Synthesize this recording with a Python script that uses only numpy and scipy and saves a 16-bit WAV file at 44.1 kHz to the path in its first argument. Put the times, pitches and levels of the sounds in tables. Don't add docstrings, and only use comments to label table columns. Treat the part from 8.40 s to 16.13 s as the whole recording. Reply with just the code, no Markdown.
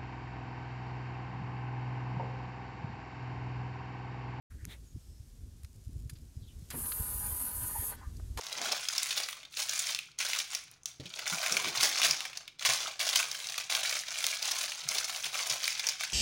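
import sys
import numpy as np
from scipy import signal
from scipy.fft import rfft, irfft
from scipy.io import wavfile
from scipy.ndimage import uniform_filter1d

SR = 44100
rng = np.random.default_rng(int(sys.argv[2]) if len(sys.argv) > 2 else 0)


def generate_wav(signal):
    frames = np.transpose(np.atleast_2d(signal))
    scaled = np.clip(frames, -1, 1) * 32767
    pcm = np.round(scaled).astype(np.int16)
    wavfile.write(sys.argv[1], SR, pcm)


N = 340893


def amp(db):
    return 10 ** (np.asarray(db) / 20)


def evened(x):
    return x / np.sqrt(np.mean(x ** 2) + 1e-20)


def read(points, hz):
    f, value = np.transpose(points)
    return np.interp(np.log(hz + 1), np.log(f + 1), value)


def add(mix, s, sound):
    part = mix[max(round(s * SR), 0):][:len(sound)]
    part += sound[:len(part)]


def wander(rate_hz):
    knots = rng.standard_normal(N // 10)
    position = np.arange(N) / SR * 2 * rate_hz
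    return evened(np.interp(position, np.arange(len(knots)), knots))


def below(x, hz, order=3):
    sections = signal.butter(order, min(hz, SR / 2 - 1), fs=SR, output="sos")
    return signal.sosfiltfilt(sections, x)


def above(x, hz, order=2):
    sections = signal.butter(order, min(hz, SR / 3), "high", fs=SR, output="sos")
    return signal.sosfilt(sections, x)


def hush():
    level_db = -70.5
    # (f/Hz, level/dB per Hz)
    room_curve = [(20, -2), (40, -27), (58, 7.5), (75, -3.5), (142, 5.5), (200, -6.5), (300, -6),
                  (700, -14), (1300, -10), (5700, -42), (8000, -71), (13000, -42), (15500, -34)]
    shape = amp(read(room_curve, np.fft.rfftfreq(N, 1 / SR)))
    murmur = irfft(rfft(rng.standard_normal(N)) * shape, N)
    return amp(level_db) * evened(murmur)


def gesture(start, swell, hold, db, settle_db_per_s):
    t = np.arange(N) / SR - start
    rise = np.clip(t / max(swell, 1e-3), 0, 1)
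    fall_s = np.clip(t - swell - hold, 0, 1)
    return (rise * amp(db - settle_db_per_s * fall_s)) ** 2


def effort():
    settle_db_per_s, fizz_settle_db_per_s = 163, 182
    # (start t/s, swell t/s, hold t/s, crisp rustle level/dB,
    #  body of the whole sheet level/dB against crisp, fine fizz level/dB against crisp)
    hand_strokes = [(0, 0.0017, 0.11, -45, -12.5, -12), (0.094, 0.14, 0.094, -37, -7, -12.5),
                    (0.346, 0.0099, 0.11, -41.5, -24, -10), (0.471, 0.059, 0.21, -37.5, -19.5, -10),
                    (0.75, 0.032, 0.011, -35.5, -11.5, -8.5), (0.856, 0.038, 0.01, -46.5, -26, -1),
                    (0.916, 0.0027, 0.09, -54.5, -9.5, -27), (1.098, 0.059, 0.034, -46.5, -28, -7.0),
                    (1.167, 0.014, 0.019, -34, -16.5, -4.5), (1.267, 0.027, 0.14, -37, -23.5, -8.5),
                    (1.445, 0.023, 0.037, -35.5, -22, -8.5), (1.78, 0.018, 0.19, -36, -19, -8.5),
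                    (2.084, 0.038, 0.025, -39.5, -19.5, -10.5), (2.303, 0.0041, 0.015, -62, -12, -21),
                    (2.463, 0.0044, 0.014, -51.5, -21, -8), (2.601, 0.01, 0.17, -56, -15, -17.0),
                    (2.706, 0.073, 0.17, -44.0, -10.5, -15), (2.865, 0.007, 0.1, -37, -13.5, -8),
                    (2.983, 0.034, 0.26, -35.5, -10, -10.5), (3.315, 0.052, 0.021, -35, -10.5, -17),
                    (3.391, 0.029, 0.024, -25.5, -16, -8), (3.486, 0.095, 0.044, -31.5, -14.5, -15),
                    (3.612, 0.02, 0.031, -27, -15.5, -10.0), (3.69, 0.009, 0.031, -36, -12, -12),
                    (3.778, 0.036, 0.049, -44, -12.0, -12.0), (3.948, 0.011, 0.0041, -46.5, -10.5, -15),
                    (4.08, 0.011, 0.013, -86, -24, -20), (4.185, 0.05, 0.05, -37, -15.5, -13.0),
                    (4.247, 0.005, 0.071, -28.5, -13.5, -10.5), (4.379, 0.034, 0.055, -38, -10, -13.0),
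                    (4.59, 0.0066, 0.14, -33.5, -14, -9), (4.729, 0.041, 0.03, -30.5, -15.5, -8.0),
                    (4.892, 0.005, 0.24, -41.5, -17.5, -9.5), (5.135, 0.045, 0.013, -37.5, -15, -11.5),
                    (5.293, 0.012, 0.071, -32.5, -13.5, -10.5), (5.425, 0.006, 0.14, -35.0, -18, -9),
                    (5.656, 0.18, 0.099, -35, -19, -10.5), (5.658, 0.02, 0.06, -39.5, -20.5, -15),
                    (5.981, 0.087, 0.043, -33.5, -14.5, -11.5), (6.148, 0.0073, 0.093, -35, -17.5, -7.5),
                    (6.276, 0.025, 0.14, -43, -18, -14), (6.466, 0.057, 0.068, -35.0, -12.5, -8.5),
                    (6.63, 0.006, 0.17, -41, -13.5, -8), (6.83, 0.0093, 0.0086, -37, -12.5, -6),
                    (6.921, 0.02, 0.093, -35.5, -12.5, -12), (7.048, 0.034, 0.046, -33.5, -12.5, -9),
                    (7.19, 0.029, 0.094, -35.5, -22, -11.5), (7.339, 0.033, 0.024, -38, -24, -15),
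                    (7.426, 0.022, 0.04, -35.5, -15.5, -11.5), (7.574, 0.034, 0.045, -38.5, -21, -14),
                    (7.706, 0.017, 0.015, -39, -15, -13)]
    body, crisp, fizz = np.zeros((3, N))
    for start, swell, hold, db, body_db, fizz_db in hand_strokes:
        push = gesture(start, swell, hold, db, settle_db_per_s)
        crisp += push
        body += push * amp(body_db) ** 2
        fizz += gesture(start, swell, hold, db + fizz_db, fizz_settle_db_per_s)
    return np.sqrt([body, crisp, fizz])


def paper(x, size=2048):
    # (f/Hz, level/dB per Hz)
    radiation = [(90, -25), (200, -18.5), (420, -16), (660, -3.3), (920, -9), (1500, -3.5), (1850, -8),
                 (2300, -1.5), (2900, -5.5), (6300, 0), (7900, -7.5), (9600, -4.5), (13400, -16),
                 (15200, -5)]
    # (f/Hz, width f/Hz, lift level/dB)
    resonances = [(313, 90, 0.5), (753, 190, 2), (1076, 200, 3.5), (1513, 120, 1), (2050, 550, 1.5),
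                  (3340, 1400, 3)]
    hz = abs(np.fft.fftfreq(size, 1 / SR))
    db = read(radiation, hz)
    db = db + sum(lift_db / (1 + (2 * (hz - f) / width) ** 2) for f, width, lift_db in resonances)
    spectrum = np.exp(np.conj(signal.hilbert(np.log(amp(db)))))
    ring = np.fft.ifft(spectrum).real[:size // 2]
    return signal.oaconvolve(x, ring / np.linalg.norm(ring))


def facet(x, hz, q):
    hz = min(hz, 15000)
    return signal.lfilter(*signal.iirpeak(hz, max(q, hz / 15000), fs=SR), x)


def crinkle(grains_per_s=3600, spread_db=2.0, clumps_per_s=110, clump_s=0.0056, calm=0.8,
            patchy_db=3.0, patch_hz=35, q=2.8, rub=0.24, grain_s=0.001, count=24, size=1300):
    grains, t = np.zeros(N), np.arange(size) / SR
    for hz in np.geomspace(400, 14500, count):
        force = amp(spread_db * np.minimum(rng.exponential(1, N), 3.2)) * rng.choice([-1, 1], N)
        clicks = force * (rng.random(N) < grains_per_s / count / SR)
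        rasp = signal.oaconvolve(clicks, np.exp(-t / grain_s))[:N] * rng.standard_normal(N)
        grains += (facet(rasp, hz, q) + 0.21 * rasp) * amp(patchy_db * wander(patch_hz))
    starts = rng.random(N) * (rng.random(N) < clumps_per_s / SR)
    slips = signal.oaconvolve(starts, np.exp(-t / clump_s))[:N]
    rubbed = evened(grains) + rub * rng.standard_normal(N)
    sound = paper(rubbed * (calm + 2 * np.tanh(slips)))[:N]
    return sound / np.sqrt(uniform_filter1d(sound ** 2, size=1700) + 1e-12)


def rustle(body, crisp, fizz, body_hz=1300, fizz_hz=7800, dull_hz=12000, top_db=-2.5,
           body_db=-1.0, crisp_db=-2.0, fizz_db=-0.5):
    sound = crinkle()
    low, most = below(sound, body_hz), below(sound, fizz_hz, order=5)
    high = sound - most
    fine = amp(top_db) * high + (1 - amp(top_db)) * below(high, dull_hz)
    body_sound = amp(body_db) * body * evened(low)
    crisp_sound = amp(crisp_db) * crisp * evened(most - low)
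    return body_sound + crisp_sound + amp(fizz_db) * fizz * evened(fine)


def random_creases(drive, per_s=24, typical_db=-36, typical_push_db=-37, follow=0.92, spread_db=2.2,
                   loudest_db=-31, hz=3700, octaves=0.62, run_s=0.0024, run_spread=.35, count=300):
    chance = rng.random((count, 2))
    normal = np.clip(rng.standard_normal((count, 3)), -2, 2)
    when = (np.arange(count) + chance[:, 0]) / count * (N - 1) / SR
    push_db = 20 * np.log10(drive[(when * SR).astype(int)] + 1e-9)
    db = typical_db + follow * (push_db - typical_push_db) + spread_db * normal[:, 0]
    pitch = hz * 2 ** (octaves * normal[:, 1])
    length = run_s * np.exp(run_spread * normal[:, 2])
    rows = np.transpose([when, np.minimum(db, loudest_db), pitch, length])
    return rows[chance[:, 1] < per_s * N / SR / count]


def snaps(creases, clicks_per_s=3000, spread_db=4, run=1.0, q=2.3, broad=0.31, slow_s=0.013,
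          harder=0.66, scrape=0.13, ring=0.57, ring_q=12, cut=0.37, gain_db=-1.3, size=1400, count=220):
    out, t = np.zeros(N), np.arange(size) / SR
    for s, db, hz, length in creases:
        chance, height, fibres = rng.random(size), rng.standard_normal(size), rng.standard_normal(size)
        strength = np.sign(fibres) * amp(spread_db * np.clip(height, -2, 1))
        chain = strength * (chance < clicks_per_s / SR)
        chain[0] = 1.3
        fade = np.exp(-(t / max(run * length, 1e-4)) ** 1.15 / 2)
        chain = (chain + scrape * fibres) * fade
        ratios = np.exp(rng.uniform(-0.19, 0.15, 2))
        sides = sum(facet(chain, hz * ratio, ring_q) for ratio in ratios)
        crack = broad * amp(harder * (db + 32.5)) / (1 + length / slow_s) * chain
        snap = paper(above(crack + facet(chain, hz, q) + ring * sides, cut * hz, order=1))
        add(out, s, amp(db + gain_db) * snap * np.sqrt(count / np.sum(snap ** 2)))
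    return out


def flap(low_ratio=0.48, high_ratio=1.94, flutter_db=2.0, flutter_hz=25, settle_db_per_s=150):
    # (start t/s, swell t/s, hold t/s, level/dB, wobble f/Hz)
    flap_swings = [(0.13, 0.1, 0.045, -53.5, 384), (3.103, 0.015, 0.042, -51, 292),
                   (3.233, 0.016, 0.018, -47, 267), (3.405, 0.016, 0.053, -53.5, 380),
                   (3.593, 0.044, 0.042, -53, 380)]
    out = np.zeros(N)
    for start, swell, hold, db, hz in flap_swings:
        rumble = above(below(rng.standard_normal(N), high_ratio * hz), low_ratio * hz, order=3)
        out += np.sqrt(gesture(start, swell, hold, db, settle_db_per_s)) * evened(rumble)
    return out * amp(flutter_db * wander(flutter_hz))


def bumps(t60=0.12, linger=1.4, sag=0.06, sag_s=0.038, puff=0.71, puff_hz=480, puff_t60=.15,
          firm_s=0.0057, low_hz=100, gain_db=0.0, size=11000):
    # (t/s, level/dB, thud f/Hz, build-up of the push t/s)
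    hand_bumps = [(2.597, -34.5, 127, 0.0037), (2.653, -45, 176, 0.0026), (2.921, -40.5, 167, 0.0039),
                  (3.115, -45, 149, 0.0044), (3.372, -43, 123, 0.012), (3.699, -47, 141, 0.0051),
                  (4.284, -42, 126, 0.0079), (6.451, -37, 141, 0.021), (6.506, -51, 135, 0.0064),
                  (6.587, -52, 105, 0.0086), (6.847, -46, 147, 0.014), (7.107, -46, 130, 0.0092)]
    out, t = np.zeros(N), np.arange(size) / SR
    for s, db, hz, rise in hand_bumps:
        breath = above(below(rng.standard_normal(size), puff_hz, order=2), low_hz)
        air = evened(breath) * amp(-60 * t / puff_t60)
        pitch = hz * (1 + sag * (2 * np.exp(-t / sag_s) - 1))
        tone = np.sin(2 * np.pi * np.cumsum(pitch) / SR)
        thud = tone * amp(-60 * t / (t60 + linger * rise))
        bump = (thud + puff * air / (1 + rise / firm_s)) * (1 - np.exp(-t / rise))
        add(out, s, amp(db + gain_db) * bump)
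    return out


def echoes(near_db=-8, near_t60=0.022, near_hz=8000, tail_db=-11.5, size=16000, count=10):
    # (f/Hz, fade t/s)
    fade_times = [(150, 0.16), (800, 0.32), (2500, 0.48), (6000, 0.36), (10000, 0.28), (15000, 0.21)]
    t = np.arange(size) / SR
    taps = rng.choice([-1., 1.], size) * (rng.random(size) < 2 / count)
    near = taps * (t > .0008) * amp(-60 * t / near_t60)
    near = below(near / np.linalg.norm(near), near_hz, order=1)
    hz, when, z = signal.stft(taps * (t > .006), SR, nperseg=256)
    fade = amp(-60 * when / read(fade_times, hz)[:, None])
    tail = signal.istft(z * fade, SR, nperseg=256)[1][:size]
    return amp(near_db) * near + amp(tail_db) * tail / np.linalg.norm(tail)


def kitchen(x, size=3000):
    out = x.copy()
    window = signal.windows.cosine(2 * size)
    for start in range(0, N, size):
        part = x[start:start + 2 * size]
        add(out, start / SR, signal.fftconvolve(part * window[:len(part)], echoes()))
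    return out


def scene():
    # (t/s, level/dB, ring of the paper facet f/Hz, run of the buckle t/s)
    placed_creases = [(0.0671, -36, 3880, 0.0018), (0.1274, -32, 4300, 0.002), (0.2561, -31, 1530, .0037),
                      (0.3198, -23, 4740, 0.0045), (0.4863, -24.5, 4800, 0.0015),
                      (0.5806, -22.5, 5200, 0.0016), (0.6318, -27, 9300, 0.00099),
                      (0.7072, -26, 3830, .0058), (0.7761, -24.5, 4020, 0.0058), (0.834, -30, 4750, 0.0052),
                      (0.8873, -32, 2080, .0026), (0.9283, -38.5, 3300, 0.0024),
                      (1.0311, -45.5, 2870, 0.0026), (1.051, -44.5, 3380, 0.0027),
                      (1.1715, -31.5, 4100, 0.0017), (1.2185, -30, 5400, 0.0043),
                      (1.2941, -27.5, 6040, 0.0022), (1.3381, -36, 8200, .0014),
                      (1.3568, -32, 6900, 0.0025), (1.3915, -24, 7900, .0043), (1.5483, -27, 4150, 0.00079),
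                      (1.5898, -29.5, 2540, 0.00049), (1.686, -57, 1400, .003), (1.7164, -54, 4630, .0011),
                      (1.7882, -31, 6900, .002), (1.8022, -25.5, 2380, 0.015), (1.933, -25.5, 2520, .0021),
                      (1.9885, -26, 6000, 0.0013), (2.0007, -29, 2930, .0017), (2.1496, -26, 5340, 0.0015),
                      (2.3142, -50, 11600, 0.00037), (2.3394, -55.5, 5200, 0.0009),
                      (2.4337, -51, 7500, 0.00076), (2.4572, -29, 6200, 0.0018), (2.5993, -44, 3400, .0039),
                      (2.6564, -39, 2880, .0061), (2.7024, -44, 3500, .0036), (2.739, -37.5, 3100, 0.0016),
                      (2.7915, -33, 2200, 0.002), (2.8652, -30, 1920, 0.0064), (2.8772, -28.5, 5750, .0018),
                      (2.9257, -30, 1680, .0036), (3.0365, -30.5, 2100, .0041), (3.0624, -25, 2010, 0.0051),
                      (3.1227, -23, 6600, 0.003), (3.1683, -21.5, 2250, 0.0025),
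                      (3.2811, -30, 3250, 0.0044), (3.3512, -32.5, 1610, 0.0027),
                      (3.3741, -27, 4800, .0039), (3.4473, -24, 5960, 0.0035),
                      (3.5734, -30.5, 2440, 0.0041), (3.6168, -23.5, 2400, .0027),
                      (3.6472, -19, 3000, 0.0057), (3.7102, -21, 5040, 0.0011),
                      (3.8059, -30.5, 2430, 0.00088), (3.8524, -32, 1910, 0.0022),
                      (3.9308, -41.5, 2280, 0.0026), (3.9725, -31.5, 5350, 0.0021),
                      (4.0778, -39, 2670, 0.0028), (4.1946, -38, 4500, .0021), (4.2143, -42.5, 1490, .002),
                      (4.2511, -22.5, 2530, 0.0025), (4.2588, -22, 5150, 0.007),
                      (4.3356, -26, 5440, 0.0011), (4.4215, -43, 2700, 0.0018),
                      (4.4712, -32.5, 3360, 0.0056), (4.6005, -29.5, 2180, 0.0025),
                      (4.6111, -26, 3400, 0.0037), (4.6904, -25.5, 4100, 0.001),
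                      (4.759, -17.5, 3360, .0025), (4.7712, -24, 4800, .0046), (4.9145, -30, 5640, 0.0012),
                      (5.0885, -34, 4300, 0.0022), (5.1803, -29.5, 2500, 0.0023),
                      (5.2975, -34, 2620, 0.0045), (5.312, -30, 3130, 0.0037), (5.3501, -24, 4050, 0.0029),
                      (5.4502, -28.5, 1900, 0.0077), (5.4945, -28, 5100, 0.0023),
                      (5.5272, -31, 2650, .0011), (5.5905, -32, 6550, 0.0024), (5.8416, -25, 3380, 0.0008),
                      (5.867, -23, 7600, 0.00063), (5.9725, -38, 6850, 0.00069),
                      (6.0265, -27.5, 4700, .0014), (6.1167, -25.5, 5230, 0.0017),
                      (6.3196, -32.5, 2600, 0.0016), (6.4881, -23.5, 6430, 0.0015),
                      (6.5838, -25.5, 4740, 0.0019), (6.6436, -29, 5700, .0035),
                      (6.6957, -32, 1300, 0.0024), (6.7612, -32.5, 4000, 0.0019),
                      (6.8423, -29.5, 3450, 0.0018), (6.8593, -32, 2800, 0.0027),
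                      (6.9431, -31, 2800, 0.0035), (6.99, -31, 2090, 0.0069), (7.0281, -33.5, 4000, .001),
                      (7.0974, -27.5, 4460, 0.0036), (7.2411, -26.5, 4370, 0.0026),
                      (7.2784, -23.5, 2350, .0014), (7.3953, -28, 4800, 0.0021),
                      (7.4687, -25.5, 5700, 0.001), (7.4882, -22.5, 5700, 0.0038),
                      (7.6086, -30, 1820, 0.0015), (7.6348, -27.5, 2070, .0029)]
    body, crisp, fizz = effort()
    creases = snaps(placed_creases) + snaps(random_creases(crisp))
    handling = creases + rustle(body, crisp, fizz) + bumps() + flap()
    return (kitchen(handling) + hush())[None]


def record(dry):
    edge_hz = 16050
    low_pass = signal.firwin(401, edge_hz, window=("kaiser", 9), fs=SR)
    return signal.oaconvolve(dry, low_pass[None], "same")


dry = scene()
out = record(dry)
generate_wav(out)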